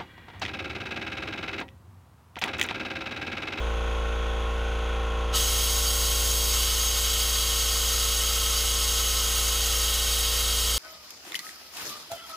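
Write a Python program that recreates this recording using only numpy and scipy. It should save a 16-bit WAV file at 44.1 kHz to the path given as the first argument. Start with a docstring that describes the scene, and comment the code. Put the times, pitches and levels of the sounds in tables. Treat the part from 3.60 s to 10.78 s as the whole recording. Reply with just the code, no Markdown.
"""First you hear a piston air compressor throbbing and clattering in a garage; it runs throughout.
Then a valve opens on a vacuum coolant filler in a car's engine bay, and air hisses through its
venturi, a narrow nozzle that makes suction. A second valve lets it draw on the hose, adding a hollow
tone. A gloved hand moves over the tool and shifts the colour of the hiss. The one microphone's
gain control turns the compressor down as the hiss grows."""
import sys
import numpy as np
from scipy import signal
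from scipy.fft import rfft, irfft
from scipy.io import wavfile
from scipy.ndimage import uniform_filter1d

SR = 44100
rng = np.random.default_rng(int(sys.argv[2]) if len(sys.argv) > 2 else 0)


def inscribe(sig):
    """Save sig as 16-bit PCM at rate SR to the path in sys.argv[1].

    A 1-D sig is mono; a 2-D sig holds one channel per row.
    Samples are clipped to [-1, 1] before scaling.
    """
    pcm = np.round(np.clip(np.atleast_2d(sig).T, -1, 1) * 32767)
    wavfile.write(sys.argv[1], SR, pcm.astype(np.int16))


N = 316638
TIME = np.arange(N) / SR

# When each valve starts to open, and how long the turn takes.
AIR_OPENS_S, AIR_TURN_S = 1.718, 0.049
SUCTION_OPENS_S, SUCTION_TURN_S = 2.84, 0.14


def undb(db):
    """Turn decibels into a factor to multiply a sound by."""
    return 10 ** (np.asarray(db) / 20)


def unit(x):
    """Scale a signal so that its average size (rms) is 1."""
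    return x / np.sqrt(np.mean(x ** 2))


def ease(s, start_s, length_s):
    """A smooth move from 0 to 1, as when a valve is turned or a hand settles on it."""
    return np.sin(np.pi / 2 * np.clip((s - start_s) / length_s, 0, 1)) ** 2


def slope(points, hz):
    """Join (Hz, dB) points with straight lines on a scale of octaves."""
    point_hz, db = np.transpose(points)
    return np.interp(np.log(hz + 1), np.log(point_hz), db)


def bell(hz, centre, width):
    """A rounded peak of height 1; its width is taken at half height."""
    return 2 ** -((2 * (hz - centre) / width) ** 2)


def bells(table, hz):
    """Add up a table of peaks and dips, in dB."""
    return sum(db * bell(hz, centre, width) for centre, width, db in table)


def noise(db_of):
    """Noise of rms 1; db_of(Hz) says how strong each frequency is next to the others."""
    hz = np.arange(N // 2 + 1) * SR / N
    return unit(irfft(rfft(rng.standard_normal(N)) * undb(db_of(hz)), N))


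def walk(rate_hz):
    """A smooth random wobble, about 1 in size, that picks rate_hz new values a second."""
    hold = int(SR / rate_hz)
    steps = np.repeat(rng.standard_normal(N // hold + 1), hold)
    return 1.218 * uniform_filter1d(uniform_filter1d(steps, hold), hold)[:N]


def garage_air():
    """The still air of the garage: a faint, low rush."""
    # Each row: frequency in Hz, relative level in dB.
    colour = [(20, -6), (45, 5), (130, -6), (280, -12), (480, -11), (800, -5.5), (1500, -12.5), (4000, -32),
              (15000, -38)]
    return undb(-47.5) * noise(lambda hz: slope(colour, hz))


def revolve(turns, gains, scatter_rad, size=8192):
    """Tones at 1, 2, 3, .. times the shaft speed repeat every turn; walls scatter their phases."""
    phases = scatter_rad * rng.standard_normal(len(gains))
    tones = np.r_[0, gains * np.exp(1j * phases)]
    cycle = irfft(tones, size) * size / np.sqrt(2)
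    return np.interp(turns % 1, np.arange(size + 1) / size, np.r_[cycle, cycle[0]])


def rattle(turns, gains, change_hz=9, patterns=4):
    """Loose parts repeat their pattern for a few turns, then drift into another just as strong."""
    shares = np.array([walk(change_hz) for _ in range(patterns)])
    shares = shares / np.linalg.norm(shares, axis=0)
    return sum(share * revolve(turns, gains, np.pi) for share in shares)


def clatter(turns, shaft_hz):
    """The compressor's casing rattles and its valves rasp, swelling on both strokes of each turn."""
    # The clatter's broad colour. Each row: frequency in Hz, relative level in dB.
    colour = [(700, -5.5), (1100, 2), (1450, 2), (1700, -6.5), (2600, -2.5), (3400, -3), (4300, -16.5),
              (5400, -21.5), (6500, -12.5), (7700, -29), (8500, -21.5), (9300, -28), (10500, -20.5),
              (11700, -33)]
    # Where the casing rings. 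Each row: centre in Hz, width in Hz, boost or cut in dB.
    casing_bands = [(793, 91, 13.5), (1210, 130, -4), (1420, 160, 4.5), (1844, 71, 6), (1950, 98, -1),
                    (2600, 150, 3.5), (3000, 160, -1.5), (3310, 240, 2.5), (6070, 170, -1)]

    def colour_db(hz):
        return slope(colour, hz) + bells(casing_bands, hz)

    tone_hz = np.arange(1, 256) * shaft_hz
    casing = unit(rattle(turns, undb(colour_db(tone_hz)) * (tone_hz > 1550)))
    valves = noise(lambda hz: colour_db(hz) - 12 * np.log2(1 + (450 / (hz + 1)) ** 2))  # bass cut away
    swell_db = np.cos(4 * np.pi * turns) + 0.4 * np.cos(2 * np.pi * turns) + 0.27 * walk(27)
    return undb(swell_db) * (undb(-43.7) * casing + undb(-42) * valves)


def compressor(shaft_hz=28.55):
    """The intake throbs, the pistons knock and the valves clatter as the shaft turns steadily."""
    # The pistons' tones; two strokes a turn make the even ones strong.
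    # Each row: multiple of the shaft speed, relative level in dB.
    piston_tones = [(1,-16), (2,-0.5), (3,-21.5), (4,-25), (5,-38.5), (6,-25.5), (7,-40.5), (8,-22),
                    (9,-47), (10,-36), (11,-30.5), (12,-22), (13,-33), (14,-24), (15,-32.5), (16,-13.5),
                    (17,-34), (18,-17), (19,-30), (20,-19.5), (21,-29.5), (22,-24), (23,-34), (24,-28),
                    (25,-32), (26,-31), (27,-23.5), (28,-29), (29,-27), (30,-37), (31,-30.5), (32,-32.5),
                    (33,-28), (34,-31), (35,-24), (36,-27), (37,-29.5), (38,-16.5), (39,-28), (40,-32),
                    (41,-42), (42,-36), (43,-34), (44,-32), (45,-28), (46,-28), (47,-29), (48,-21.5),
                    (49,-29.5), (50,-29), (51,-27.5), (52,-25.5), (53,-24.5), (54,-32.5)]
    multiple, db = np.transpose(piston_tones)
    turns = np.cumsum(shaft_hz * (1 + 0.000399 * walk(3))) / SR
    low, high = undb(db) * (multiple <= 6), undb(db) * (multiple > 6)
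    throb = revolve(turns, low, scatter_rad=np.pi)
    # Higher tones repeat less exactly, but those that tower over their neighbours stay steady.
    loose_limit = undb(uniform_filter1d(db, size=5) + 3)
    loose = np.minimum(high, loose_limit) * np.clip(multiple / 54, 0, 1) ** 1.67
    steady = np.sqrt(np.maximum(high ** 2 - loose ** 2, 0))
    knock = revolve(turns, steady, scatter_rad=1.54) + rattle(turns, loose)
    return undb(-27.5) * throb + undb(-27) * knock + clatter(turns, shaft_hz)


def jet_noise():
    """Swirling air rings the nozzle and its exhaust tube; echoes in the engine bay cancel some bands."""
    # The jet's broad colour. Each row: frequency in Hz, relative level in dB.
    colour = [(40,-19), (280,-35), (450,-20.5), (750,-26), (1100,-17.5), (1700,-14), (2500,-25.5),
              (3000,0.5), (4200,-10.5), (6500,-18), (8000,-14), (10500,-17), (12000,-18.5), (15200,-21.5)]
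    # Where the nozzle and tube ring. Each row: centre in Hz, width in Hz, boost in dB.
    nozzle_peaks = [(1050,74,6), (1847,100,7.5), (2162,203,9), (2530,120,11.5), (2788,23,5), (3254,100,2.5),
                    (3446,60,10), (4668,203,8.5), (5060,230,5), (5460,185,8), (5944,130,9), (6543,480,14.5),
                    (7560,920,3.5), (9310,280,6), (10160,59,5.5), (10640,280,7), (12340,130,7.3),
                    (13000,120,3.5), (13310,100,4), (13580,140,11), (13910,130,6), (14900,270,8.5)]
    # Where echoes cancel. Each row: centre in Hz, width in Hz, cut in dB.
    bay_dips = [(654,120,-3.5), (978,79,-9.5), (1393,63,-17), (1726,207,-11), (2033,43,-10), (2590,50,-3),
                (2918,41,-15), (3084,210,-6), (3330,31,-3), (3492,258,-13), (4200,120,-4.5),
                (4797,127,-7.5), (5300,110,-0.5), (5760,60,-12), (9120,250,-11), (9570,120,-10),
                (10800,130,-8), (11800,50,-6), (11970,150,-7), (12620,120,-7)]
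    return noise(lambda hz: slope(colour, hz) + bells(nozzle_peaks, hz) + bells(bay_dips, hz))


def reflections(hz, reach, depth_db=2.5, shift_s=0.00007, paths=20):
    """Nearby surfaces put ripples (dB) in the treble; the reaching arm changes each echo's delay."""
    delays = rng.uniform(0.004, 0.015, size=paths)
    shifts = shift_s * rng.standard_normal(paths)
    ripple = sum(np.cos(2 * np.pi * hz * (delay + shift * reach)) for delay, shift in zip(delays, shifts))
    return depth_db * unit(ripple) * np.sqrt(np.minimum(hz / 9000, 1))


def hand_colour(hz, s, reach):
    """The arm boosts or blocks bands of the hiss (dB); so does the hand as it grips the hose valve."""
    # The arm's effect. Each row: centre in Hz, width in Hz, change over its full reach in dB.
    arm_bands = [(3250, 160, 1.5), (4600, 160, 2), (7400, 270, 4), (8400, 500, -1.5), (9200, 300, 6),
                 (10450, 700, -2.5), (12700, 300, 2.5), (13900, 500, 1)]
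    # The grip's effect. Each row: centre in Hz, width in Hz, change in dB.
    grip_bands = [(3780, 300, 2.5), (6500, 480, -2.5), (8280, 160, 3), (9900, 220, 5), (11600, 330, -3)]
    arm = (reach - np.mean(reach)) * bells(arm_bands, hz)
    grip = ease(s, start_s=6.1, length_s=0.35) * bells(grip_bands, hz)
    return arm + grip


def suction_flow(s, empty_s=0.47):
    """Air drawn in, 0 to 1: it fades as the tool empties and returns when the suction valve opens."""
    emptying = np.exp(-np.maximum(s - AIR_OPENS_S, 0) / empty_s)
    return np.maximum(emptying, ease(s, SUCTION_OPENS_S, SUCTION_TURN_S))


def suction_colour(hz, flow, reach):
    """Suction adds a hollow tone, which the hand weakens, and lifts the tube's lowest ring (dB)."""
    hollow = flow * (15 - 5 * reach) * bell(hz, centre=1288, width=75)
    tube = np.interp(flow, [0, 1], [-3.5, 0.2]) * bell(hz, centre=2930, width=210)
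    return hollow + tube


def notch(hz, s, drift_start_s=3.4, rise_hz_per_s=41):
    """A narrow dip in the hiss (dB) holds still, then drifts upward and grows shallower."""
    drift_s = np.maximum(s - drift_start_s, 0)
    depth_db = np.interp(drift_s, [0, 0.5], [-12, -6.3])
    return depth_db * bell(hz, centre=7190 + rise_hz_per_s * drift_s, width=290)


def venturi(jet_db=-23, suction_boost_db=3):
    """Compressed air hisses through the nozzle; suction and the moving hand reshape the sound."""
    # The hand's path. Each row: time in seconds, reach from 0 (at the air valve) to 1 (atop the tool).
    hand_path = [(1.7, 0.32), (2.35, 0.05), (2.8, 1), (3.9, 1), (4.5, 0.15), (5.6, .4), (6.25, 0.84),
                 (7.18, 1)]
    # Cut the noise into short frames, so that its colour can change over time.
    framing = dict(fs=SR, nperseg=2048, noverlap=1536)
    hz, s, frames = signal.stft(jet_noise(), **framing)
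    hz = hz[:, None]
    flow = suction_flow(s)
    reach = np.interp(s, *np.transpose(hand_path))
    hand_db = reflections(hz, reach) + hand_colour(hz, s, reach)
    # The jet is duller while it draws, and while the air valve is partly shut.
    shut = 1 - ease(s, AIR_OPENS_S, AIR_TURN_S)
    db_per_octave = np.interp(flow, [0, 1], [1.6, 0.26]) - 7 * shut
    tilt_db = db_per_octave * np.log2(np.maximum(hz, 1000) / 5500)
    colour_db = suction_colour(hz, flow, reach) + notch(hz, s) + hand_db + tilt_db
    hiss = signal.istft(frames * undb(colour_db), **framing)[1][:N]
    # The jet flutters a little, most in the middle of its range.
    middle = signal.sosfiltfilt(signal.butter(2, [4200, 5600], "bandpass", fs=SR, output="sos"), hiss)
    hiss = hiss + middle * (undb(0.67 * walk(30)) - 1)
    flutter_db = 0.17 * walk(14) + 0.4 * walk(120)
    level_db = jet_db + suction_boost_db * ease(TIME, SUCTION_OPENS_S, SUCTION_TURN_S)
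    return hiss * ease(TIME, AIR_OPENS_S, AIR_TURN_S) * undb(level_db + flutter_db)


def scene():
    """Garage air, compressor and venturi, the same in both ears."""
    fade_in = np.minimum(TIME / 0.003, 1)
    mono = (garage_air() + compressor() + venturi()) * fade_in
    return np.array([mono, mono])


def duck(level_db, threshold_db, share, response_s):
    """A gain that eases down by a share of however far the level is above the threshold."""
    step = 1 / (response_s * SR)
    excess_db = np.maximum(level_db - threshold_db, 0)
    return undb(-share * signal.lfilter([step], [1, step - 1], excess_db))


def record(dry, split_hz=143, top_hz=15250):
    """The hiss pushes the microphone's gain down, the bass later and less; the highest treble is cut."""
    bass = signal.sosfiltfilt(signal.butter(2, split_hz, fs=SR, output="sos"), dry)
    upper = dry - bass
    level_db = 10 * np.log10(uniform_filter1d(upper[0] ** 2, size=2048))
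    bass_gain = duck(level_db, threshold_db=-22.5, share=0.75, response_s=0.19)
    upper_gain = duck(level_db, threshold_db=-26, share=0.93, response_s=0.052)
    treble_cut = signal.ellip(16, 0.1, 80, top_hz, fs=SR, output="sos")
    return signal.sosfilt(treble_cut, bass * bass_gain + upper * upper_gain)


dry = scene()
out = record(dry)
inscribe(out)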